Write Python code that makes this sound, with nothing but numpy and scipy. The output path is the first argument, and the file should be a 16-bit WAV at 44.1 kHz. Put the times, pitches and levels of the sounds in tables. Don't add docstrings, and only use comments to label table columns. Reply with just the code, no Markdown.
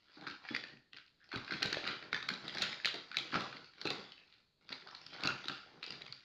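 import sys
import numpy as np
from scipy import signal
from scipy.fft import rfft, irfft, next_fast_len
from scipy.io import wavfile
from scipy.ndimage import uniform_filter1d, map_coordinates

SR = 44100
rng = np.random.default_rng(int(sys.argv[2]) if len(sys.argv) > 2 else 0)


def generate_wav(sig):
    pcm = np.round(np.clip(np.atleast_2d(sig).T, -1, 1) * 32767).astype(np.int16)
    wavfile.write(sys.argv[1], SR, pcm)


N = 275402

# time_s, low_hz, low_db, middle_hz, middle_db, high_hz, high_db, room_db
HANDLE_HITS = [(0.1438, 2000, -81, 2280, -70, 4480, -58.5, 8),
               (0.2122, 1400, -61.0, 2250.0, -56, 4000, -52, -2),
               (0.2243, 1460, -55.5, 2540.0, -77, 3920, -74, 10.5),
               (0.2689, 1550, -39, 2400, -47.5, 3830, -59, -2.5),
               (0.2746, 1500, -45, 2330.0, -49, 4200, -41.5, -1.5),
               (0.2833, 1350, -42, 2900, -56.5, 3630, -57, -5),
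               (0.3, 1570.0, -61.0, 2350, -46.5, 4500, -45.5, -6),
               (0.311, 1600, -57, 2840, -49, 4400, -46, 1), (0.441, 1900, -57.5, 2400, -55, 4400, -59, 8.5),
               (0.4518, 1610, -51, 2740, -53, 4500, -65, 3),
               (0.4884, 1780, -40.5, 2280, -42, 4250, -65, -3),
               (0.5493, 2020, -30.5, 2500, -40, 4900, -44, -10),
               (0.5642, 1860, -32, 2580, -39, 4700, -37, -10),
               (0.639, 1820, -42.5, 2400, -44, 4400, -47.5, -3),
               (0.684, 1830, -73, 2950, -55.5, 4300, -56.5, 3),
               (0.7012, 1820, -60, 2700, -61, 4430, -67, -9),
               (0.772, 1660, -70.0, 2560, -59, 4390.0, -70, -8),
               (0.9331, 1800, -54.5, 2800, -48.5, 4000, -55, 0),
               (0.9663, 1870, -66, 2350, -51, 4740, -56, -2),
               (0.9715, 1520, -53.5, 3130, -52, 4430, -48.5, -14),
               (0.9852, 1515, -54, 3150, -52.5, 4000, -55, -2.5),
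               (1.0643, 1600.0, -81, 2760, -68, 4420, -62, 0),
               (1.08, 1870.0, -83, 2440, -66, 3800, -65, -8),
               (1.2427, 1540, -83, 2450.0, -69, 5130, -62, 0), (1.2913, 1730, -80, 2450, -80, 4440, -56, 3),
               (1.318, 1480, -44, 2640, -54, 4300, -45.5, 5.5),
               (1.3289, 1324, -44, 2440, -48.5, 4300, -52, 7.5),
               (1.3596, 1890, -66, 2550, -40, 3960, -37.5, -2),
               (1.3755, 1990, -44, 2230, -59, 4570.0, -46, -8),
               (1.4476, 1560, -68, 2280, -68, 4150, -47, -11),
               (1.4797, 1530, -44, 2380, -50, 3960.0, -56, 3),
               (1.509, 1510, -37, 2110, -40, 4350, -54, 1.5),
               (1.5133, 1250, -50.5, 2450, -56, 4020, -42.5, 9),
               (1.5228, 1550, -38, 2400, -56, 4360, -54, -7), (1.5377, 1770, -46, 2520, -41, 4250, -57, -4),
               (1.5435, 1770, -44, 2370, -42, 4500, -56, -6),
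               (1.6226, 1570, -38.5, 2380, -37.5, 3900, -39, 4),
               (1.6291, 1820, -34.5, 2870, -38, 4300, -25.5, -8),
               (1.655, 1680, -45, 2470, -50, 4200, -45, -2), (1.659, 1780, -46, 2440.0, -44, 3940, -32, 1),
               (1.729, 1760, -33, 2340, -36.5, 4420, -30, -9.5),
               (1.7451, 1750, -34.5, 2400, -41, 3670.0, -44, -6),
               (1.7697, 1710, -41.5, 2470, -44, 4040, -44, 0),
               (1.8416, 1740, -46, 2300, -40, 3880, -56, -11),
               (1.8538, 1450, -42.5, 2320, -44, 4220, -58, 6),
               (1.872, 1930, -41, 2420, -53, 4560, -42, 1.0),
               (1.8766, 1410, -40, 2470, -39.5, 4030, -35, 4), (1.91, 1430, -59, 3120, -40, 4130, -47, 2),
               (2.0273, 1890.0, -51, 2400, -48, 4280, -50.5, 1),
               (2.1303, 1527, -32, 2090, -31, 3840, -39, -4), (2.1458, 1770, -31, 2320, -50, 3550, -37, -4),
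               (2.153, 1780, -42, 2300, -51, 3660, -55, -5), (2.1646, 1580, -40, 2200, -48, 3750, -45, -1),
               (2.2277, 1400, -46.5, 2430.0, -50, 3760, -39, -1.5),
               (2.2894, 1503, -35.5, 2240, -32.5, 4270, -29, -5),
               (2.304, 1510, -37, 2350, -50, 4400, -47, -4.5),
               (2.3387, 1380, -57, 2400, -61, 3940, -38.5, -3),
               (2.4813, 1720, -59.0, 2750, -48, 3880, -36.5, -14),
               (2.4954, 1790, -46, 3180, -41, 3900, -57, -1), (2.55, 1800, -47, 2780, -47, 4680, -38, -1),
               (2.572, 1780, -38.5, 2290, -39.5, 4320.0, -45, -2),
               (2.5842, 1640, -45, 2660.0, -48, 3990, -34, -1),
               (2.6132, 1880.0, -59, 2730, -40, 3870, -42, 6),
               (2.6204, 1920, -48, 2520, -43, 3980, -28, -7), (2.623, 1900, -46, 2670, -49, 4110, -26, -4),
               (2.63, 1490, -41, 2700, -47, 4550, -39, -1),
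               (2.6382, 1540, -40.5, 2680, -41, 4170, -40.5, 4.5),
               (2.7289, 2000, -38, 2400, -40.5, 4100, -43, -5),
               (2.801, 1780, -45, 2510.0, -57, 4400, -68, -1),
               (2.8478, 1980, -32, 2580.0, -32, 3870, -33, -4),
               (2.8571, 1700, -33, 2370, -31.5, 4190, -26, -7),
               (2.8634, 1660, -67, 2800, -36, 3590, -31.5, 2),
               (2.8741, 1470, -36.5, 2820, -45, 4150, -34, -4.5),
               (2.9428, 1950, -72, 2760, -52, 3820, -37.5, 4),
               (3.1161, 1500, -42.5, 2360, -48, 4300, -44.5, 1),
               (3.145, 1760, -43.5, 2330, -57, 4330, -63, -4), (3.17, 1840, -65, 2540, -32, 3920, -26, -4),
               (3.1868, 1900, -58, 3330, -29, 3600, -37, -2),
               (3.3243, 1695, -43.5, 2360.0, -50, 4300, -62, 9.5),
               (3.329, 1370, -40.5, 2640, -58, 4460, -66, 5),
               (3.3424, 1400, -33.5, 2480, -39, 4600, -66, 3),
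               (3.3507, 1250, -42, 2670, -42, 3470, -54, -2),
               (3.3574, 1470, -31.5, 2970, -50, 3540, -52, -9),
               (3.408, 1230, -41.5, 2740, -46, 3660, -36.5, 2.5),
               (3.528, 1530, -44.5, 2500, -51, 4350, -50, -3),
               (3.569, 2060, -47.5, 2450.0, -51, 4500, -50, -10),
               (3.645, 1390, -64, 2530, -69, 4460, -51.5, 2.5),
               (3.7363, 1500, -64, 2470, -67, 4350, -60, 3), (3.7827, 1410, -62, 2440, -61.5, 4030, -60, 7),
               (3.815, 1450, -48, 2720, -58.5, 4320, -38, -4),
               (3.855, 1390, -61, 2680, -40.5, 4010, -37, 6),
               (3.8737, 1650, -48, 2530, -37, 4200, -35, -12),
               (3.9045, 1990, -40, 2270, -37, 4050, -29.5, -3.5),
               (4.1212, 1690, -84, 3000, -47.5, 4370, -49, -2),
               (4.1791, 2000, -61, 2530, -55, 3930, -68.5, 2), (4.326, 1530, -91, 2640, -64, 3860, -63, 3),
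               (4.3402, 2036, -79.5, 2340.0, -68, 4020, -62, -8),
               (4.6918, 1480, -51.5, 2430, -53, 4700, -47, 5.5),
               (4.7224, 1940, -48, 2670.0, -47, 3540, -47, -6.0),
               (4.7273, 1930.0, -64, 2320, -42.5, 3920, -36.5, -4.5),
               (4.823, 1840, -55.5, 2400, -60, 3960.0, -64, -5),
               (4.873, 1550, -49.5, 2400, -79, 4630, -49.5, -10),
               (4.887, 1320, -51, 2260.0, -89, 4130, -60, -1),
               (4.9125, 1730, -56, 2380, -67, 5220, -52.5, 1),
               (4.95, 1820, -56, 2300, -61, 4220, -43.5, -1.5), (5.016, 1810, -72, 2630, -57, 5280, -53, 0),
               (5.066, 1890.0, -67, 2800, -66, 4890, -43, -4.5),
               (5.133, 1400, -51, 2300.0, -57, 4400, -64, 5), (5.1434, 1480, -58, 2620, -72, 4470, -47, -5),
               (5.163, 1890, -57, 2250.0, -58, 4660, -53, 4),
               (5.2075, 1600, -54, 2220, -56, 4140, -43.5, 3),
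               (5.237, 1430, -52, 2630, -34.5, 4430, -31.5, 1.5),
               (5.252, 1400, -35, 2430, -43, 4460, -44, -2), (5.2572, 1510, -54, 2830, -44, 4600, -35, -17),
               (5.274, 1540, -40, 2720, -31, 4100, -26.5, -11),
               (5.29, 1420, -40, 2760, -47, 4000, -51, -1.5),
               (5.3055, 1550, -38, 2650, -40.5, 4300, -55, -1),
               (5.4427, 1400.0, -57, 2400, -64, 3700, -44.5, -20),
               (5.4563, 1820, -61, 2750.0, -53, 3770, -43, -19),
               (5.484, 1570, -40, 2680, -50, 3880, -32.5, -5),
               (5.498, 1505, -37.5, 2700, -49, 4100, -49, -1.5),
               (5.5339, 1490, -48, 2820, -48, 4470.0, -55, 4),
               (5.8289, 1980, -51, 2660, -42, 3730, -47, 3.5),
               (5.832, 1970.0, -53, 2520, -51, 4040, -43, -2.0),
               (5.841, 1700, -63, 2480, -63, 4380, -42.5, -14),
               (5.8648, 1700, -68, 2710.0, -62, 4700, -42, -1),
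               (5.881, 1560.0, -69, 3070, -49, 4140, -51, 0),
               (5.9062, 1840, -66, 2770, -44, 4840, -38.5, -3.5),
               (5.924, 1750, -58, 2370, -55, 4280, -44, 4.5),
               (6.02, 1700, -75, 2280, -46, 3900.0, -43, -16),
               (6.0651, 1830.0, -69, 2440, -52, 3800, -47, -19),
               (6.0804, 2020, -57.5, 2300, -51, 4010.0, -65, 2),
               (6.1261, 1770, -67, 2500, -63, 4200, -41, -9)]
# pitch_hz, width_hz, level_db
CONTAINER_TONES = [(135, 41, -6.5), (203.4, 26, -2), (271, 50.5, -3.5), (353, 91, 0), (483, 353, -5.5),
                   (831, 132, -4.5), (1390, 410, -9.5)]
# pitch_hz, width_hz, level_db
HANDLE_TONES = [(1386, 138, -8), (2005, 260, -3), (2740, 1840, -5), (3725, 676, 1), (4696, 383, -1.5)]
TYPICAL_HIT_DB = -40


def amp(db):
    return 10 ** (np.asarray(db) / 20)


def unit(x):
    return x / np.sqrt(np.mean(x ** 2) + 1e-20)


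def levelled(x, span_s):
    return x / np.sqrt(np.sum(x ** 2) / (span_s * SR) + 1e-20)


def along(points, hz):
    pitches, values = np.transpose(points)
    return np.interp(np.log(hz + 1), np.log(pitches), values)


def add(track, start_s, sound):
    i = max(round(start_s * SR), 0)
    track[i:i + len(sound)] += sound[:len(track[i:])]


def filtered(x, response):
    size = next_fast_len(len(x) + 8192)
    return irfft(rfft(x, size) * response(np.fft.rfftfreq(size, 1 / SR)), size)[:len(x)]


def resonate(x, tones):
    return filtered(x, lambda f: sum(
        (-1) ** k * amp(db) * 1j * f * width / (hz * hz - f * f + 1j * f * width)
        for k, (hz, width, db) in enumerate(tones)))


def cut_bass(x, corner_hz=800):
    return signal.sosfilt(signal.butter(2, corner_hz, "highpass", fs=SR, output="sos"), x)


def causal(gain):
    cepstrum = irfft(np.log(np.maximum(gain, 1e-6)))
    half = len(cepstrum) // 2
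    cepstrum[1:half] *= 2
    cepstrum[half + 1:] = 0
    return np.exp(rfft(cepstrum))


def ring(hz, fade_s, attack_s, t):
    tone = np.sin(2 * np.pi * (hz * t + rng.random()))
    return tone * amp(-60 * t / fade_s) * (1 - np.exp(-t / attack_s))


def burst(hz, swell_s, t):
    tone = np.sin(2 * np.pi * (hz * t + rng.random()))
    return tone * (t / swell_s) ** 2 * np.exp(-t / swell_s)


def ticks(per_s, spread_db):
    size = amp(spread_db * np.minimum(rng.standard_normal(N), 2))
    return (rng.random(N) < per_s / SR) * size * rng.choice([-1, 1], N)


def wobble(per_s):
    return map_coordinates(rng.standard_normal(1024), [np.arange(N) * per_s / SR], mode="wrap")


def air():
    # pitch_hz, level_db
    hiss_colour = [(25, -1), (120, -1.5), (300, -5), (900, -15.5), (1500, -15), (3000, -13.5), (4400, -1),
                   (5500, -24.5), (8000, -6.5), (14000, -2)]
    return amp(-67.0) * unit(filtered(rng.standard_normal(N), lambda hz: amp(along(hiss_colour, hz))))


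def room_tail(clump_db=3):
    # pitch_hz, fade_s
    fade_times = [(120, 0.3), (400, 0.31), (1500, 0.42), (4000, 0.31), (7000, 0.47), (9500, 0.25)]
    hz, t, spectrum = signal.stft(rng.standard_normal(int(SR * .8)), SR, nperseg=256)
    tail = signal.istft(spectrum * amp(-60 * t / along(fade_times, hz)[:, None]), SR, nperseg=256)[1]
    tail *= np.interp(np.arange(len(tail)) / SR, [0, .012, .017, .035], [.3, .35, .85, 1])
    tail *= amp(clump_db * unit(uniform_filter1d(rng.standard_normal(len(tail)), size=90)))
    return tail / np.linalg.norm(tail)


def in_room(x, reverb_db):
    response = amp(reverb_db) * room_tail()
    response[0] += 1
    return signal.fftconvolve(x, response)


def scatter(spread_s, share):
    t = np.arange(SR // 50) / SR
    spray = rng.standard_normal(len(t)) * np.exp(-t / spread_s) * (1 - np.exp(-t / spread_s)) ** 2
    path = share * spray / np.linalg.norm(spray)
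    path[0] += 1
    return path


def rolling(x, depth_db=3.5):
    spectrum = signal.stft(x, nperseg=512)[2]
    drift = uniform_filter1d(rng.standard_normal(spectrum.shape), size=4, axis=0)
    drift = uniform_filter1d(drift, size=8, axis=1)
    return unit(signal.istft(spectrum * amp(depth_db * unit(drift)), nperseg=512)[1][:N])


def jostle(per_s, spread_db, swell_s, detune=.09):
    track, t = np.zeros(N), np.arange(SR // 80) / SR
    for start_s in np.arange(0, N / SR, 1 / per_s):
        hz, _, db = HANDLE_TONES[rng.integers(len(HANDLE_TONES))]
        size = amp(db + spread_db * min(rng.standard_normal(), 1.5))
        late_s = rng.random() / 20
        pitch_hz = hz * (1 + detune * rng.uniform(-1.6, 1))
        add(track, start_s + late_s, size * burst(pitch_hz, swell_s, t))
    return unit(track)


def nudges(t, rise_s=0.0036, fall_s=0.0063, growth=0.94):
    gain = np.zeros(N)
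    around = t[:SR // 8] - t[SR // 16]
    shape = np.exp(np.where(around < 0, around / rise_s, -around / fall_s))
    for time_s, *tones, _ in HANDLE_HITS:
        force_db = max(tones[1::2]) - TYPICAL_HIT_DB
        add(gain, time_s + around[0], amp(growth * force_db) * shape)
    return gain


def shuffle(fidget_db=1):
    # time_s, container_db, handles_db
    spells = [
        [(0, -90, -67), (.13, -73, -58), (.236, -51, -62.5), (.37, -93, -67), (.508, -69.5, -50),
         (.76, -62.5, -63.5)],
        [(1.14, -106, -74), (1.37, -60, -61), (1.52, -52.5, -47), (1.79, -53.5, -42.5), (2.08, -58, -60.5),
         (2.68, -48, -39.5), (2.8, -63.5, -52), (3.08, -68.5, -54), (3.39, -47, -42.5), (3.59, -55.5, -53),
         (3.72, -79, -66), (3.95, -49, -44.5), (4.12, -73, -59.5), (4.41, -79.5, -66)],
        [(4.61, -77.5, -69), (4.7, -64.5, -57.5), (4.95, -69, -59), (5.25, -49.5, -51.5), (5.55, -68.5, -48),
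         (5.7, -60, -60), (5.88, -59.5, -64), (6, -57, -53.5), (6.24, -84, -58)],
    ]
    t, container_gain, handle_gain = np.arange(N) / SR, 0, 0
    for spell in spells:
        times, container_db, handles_db = np.transpose(spell)
        moving = (t >= times[0]) & (t <= times[-1])
        container_gain += moving * amp(np.interp(t, times, container_db))
        handle_gain += moving * amp(np.interp(t, times, handles_db))
    fidget = amp(fidget_db * wobble(per_s=22.04))
    nudge = nudges(t)
    container_gain = container_gain * fidget + amp(-56.5) * nudge
    handle_gain = handle_gain * fidget + amp(-46) * nudge
    rub = amp(-6.5) * rolling(resonate(ticks(per_s=600, spread_db=9.5), CONTAINER_TONES))
    scrape = amp(-8.0) * rolling(resonate(ticks(per_s=340, spread_db=3.5), HANDLE_TONES))
    taps = amp(-17.0) * jostle(per_s=260, spread_db=5, swell_s=.0006)
    stray_taps = amp(-19.5) * jostle(per_s=30, spread_db=3, swell_s=.0005)
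    return in_room(container_gain * rub + handle_gain * (scrape + taps + stray_taps), reverb_db=-2.0)[:N]


def slides(width_hz=520):
    # start_s, length_s, pitch_hz, level_db
    strokes = [(0.039, 0.12, 1520, -70.5), (0.364, 0.094, 1050, -68), (0.422, 0.054, 795, -59),
               (1.181, 0.097, 1680, -66), (0.917, 0.043, 3000, -60), (1.301, 0.054, 2040, -52),
               (3.141, 0.027, 1730, -49.5), (4.856, 0.058, 1460, -59), (4.852, 0.04, 770, -60.5),
               (4.893, 0.08, 1040, -60), (5.159, 0.19, 1410, -48.5)]
    track = np.zeros(N)
    for start_s, length_s, hz, db in strokes:
        count = int(length_s * SR)
        slips = ticks(per_s=690, spread_db=-1.0)[:count]
        tone = [(hz, width_hz, 0)]
        scrape = unit(resonate(resonate(slips, tone), tone))
        add(track, start_s, amp(db) * np.hanning(count) * scrape)
    return in_room(track, reverb_db=-5.5)[:N]


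def knocks(swell_cycles=0.56, fade_s=0.13):
    # time_s, pitch_hz, push_db, hollow_db
    bumps = [(0.172, 315, -52, -54), (0.214, 284, -52, -64), (0.271, 322, -50.5, -51), (.31, 277, -55, -79),
             (.509, 293, -39.5, -45), (0.563, 497, -52, -67), (.94, 200, -65.5, -62),
             (1.338, 336, -40.5, -43.5), (1.359, 261, -40, -48.5), (1.518, 300, -43, -49.5),
             (1.543, 184, -42, -58), (1.622, 310, -44.5, -55), (1.65, 334, -44, -46), (1.77, 540, -41, -48),
             (1.834, 343, -57, -45.5), (1.879, 337, -45, -50), (1.93, 354, -46.5, -52),
             (2.129, 500, -48, -47), (2.314, 219, -42, -53), (2.453, 298, -46.5, -50.5),
             (2.552, 326, -49.5, -51), (2.691, 250, -55, -55.5), (2.859, 580, -46.5, -67),
             (2.942, 378, -44, -43.5), (3.207, 306, -50.5, -55), (3.333, 280, -41, -40.5),
             (3.352, 300, -44, -36.5), (3.381, 238, -43.5, -50), (3.55, 294, -55, -54),
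             (3.814, 330, -63, -56), (3.854, 370, -36.5, -37.5), (3.907, 286, -50.5, -45),
             (3.946, 407, -60, -46.5), (3.99, 200, -52, -50), (4.04, 241, -65, -58),
             (4.706, 224, -50.5, -52), (4.826, 330, -64.5, -61), (5.253, 296, -39.5, -45.5),
             (5.295, 340, -48.5, -73), (5.457, 320, -49.5, -77), (5.495, 305, -53, -45.5),
             (5.758, 347, -64, -74), (5.875, 404, -50.5, -57), (5.929, 290, -52, -66),
             (6.098, 135, -57.5, -66)]
    track, t = np.zeros(N), np.arange(SR // 8) / SR
    for time_s, hz, push_db, hollow_db in bumps:
        swell_s = swell_cycles / hz
        push = amp(push_db) * levelled(burst(hz, swell_s, t), span_s=0.0027)
        shake = rng.standard_normal(len(t)) * amp(-60 * t / fade_s)
        hollow = amp(hollow_db) * levelled(resonate(shake, CONTAINER_TONES), span_s=0.006)
        add(track, time_s - swell_s, in_room(cut_bass(push + hollow, corner_hz=75), reverb_db=-3.5))
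    return track


def rings(attack_s=0.00026):
    # start_s, pitch_hz, level_db, fade_s
    notes = [(0.267, 1580, -36, 0.039), (.5, 3410, -46, 0.27), (.55, 3470, -47, 0.32),
             (.638, 1814, -36.5, 0.032), (1.361, 129, -40.5, 0.068), (1.655, 141, -40, 0.043),
             (1.77, 572, -29.5, 0.017), (2.606, 202, -46, 0.1), (2.621, 6820, -32.5, .035),
             (2.939, 3150, -49, 0.36), (3.186, 3440, -41, 0.055), (3.356, 197, -40, 0.12),
             (3.856, 1322, -44, 0.13), (3.909, 1120, -40.5, 0.055), (5.249, 148, -40.5, 0.061),
             (5.273, 2720, -27, .039), (5.274, 4300, -24, .008), (5.287, 1440, -34.5, 0.08),
             (5.288, 1315, -45, 0.094), (6.1243, 4660, -31, 0.013)]
    track, t = np.zeros(N), np.arange(SR // 2) / SR
    for start_s, hz, db, fade_s in notes:
        add(track, start_s, in_room(amp(db) * ring(hz, fade_s, attack_s, t), reverb_db=-5.5))
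    return track


def clicks(swell_s=.00047, note_db=-4.5, grate_db=-10, crack_db=-9, hardness=0.44, echo_delay_s=0.012):
    track, t = np.zeros(N), np.arange(SR // 40) / SR
    rise_s = 2 * swell_s
    for time_s, *tones, room_db in HANDLE_HITS:
        pitches, levels = tones[::2], tones[1::2]
        path, click = scatter(spread_s=.0015, share=.28), 0
        for hz, db in zip(pitches, levels):
            strike = unit(burst(hz, swell_s * np.sqrt(2000 / hz), t))
            note = amp(note_db) * unit(ring(hz, fade_s=.024, attack_s=rise_s, t=t))
            tone = signal.fftconvolve(strike + note, path)[:len(t)]
            click += amp(db) * levelled(tone, span_s=0.0037)
        grate_noise, crack_noise = rng.standard_normal((2, len(t))) * t * np.exp(-t / rise_s)
        grate = cut_bass(resonate(grate_noise, HANDLE_TONES))
        click += amp(max(levels) + grate_db) * levelled(grate, span_s=0.012)
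        force_db = max(levels) - TYPICAL_HIT_DB
        treble = levelled(np.diff(crack_noise, prepend=0), span_s=0.013)
        crack = amp(levels[-1] + crack_db + hardness * force_db) * treble
        start_s = time_s - rise_s
        add(track, start_s, in_room(click, reverb_db=room_db - 3.4))
        add(track, start_s, in_room(crack, reverb_db=-10))
        echo = signal.fftconvolve(click + crack, scatter(spread_s=.0016, share=.7))
        add(track, start_s + echo_delay_s, amp(room_db - 10) * echo)
    return track


def scene():
    return (clicks() + rings() + knocks() + slides() + shuffle() + air())[None]


def record(dry, top_hz=15400):
    # pitch_hz, gain_db
    mic_colour = [(20, -1.5), (100, 3), (1000, 0.5), (4700, -4), (5500, -3), (6800, -9.5), (8200, -26),
                  (10000, -30.5), (12000, -29), (15000, -45.5)]
    return filtered(dry[0], lambda hz: causal(amp(along(mic_colour, hz))) * (hz < top_hz))[None]


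dry = scene()
out = record(dry)
generate_wav(out)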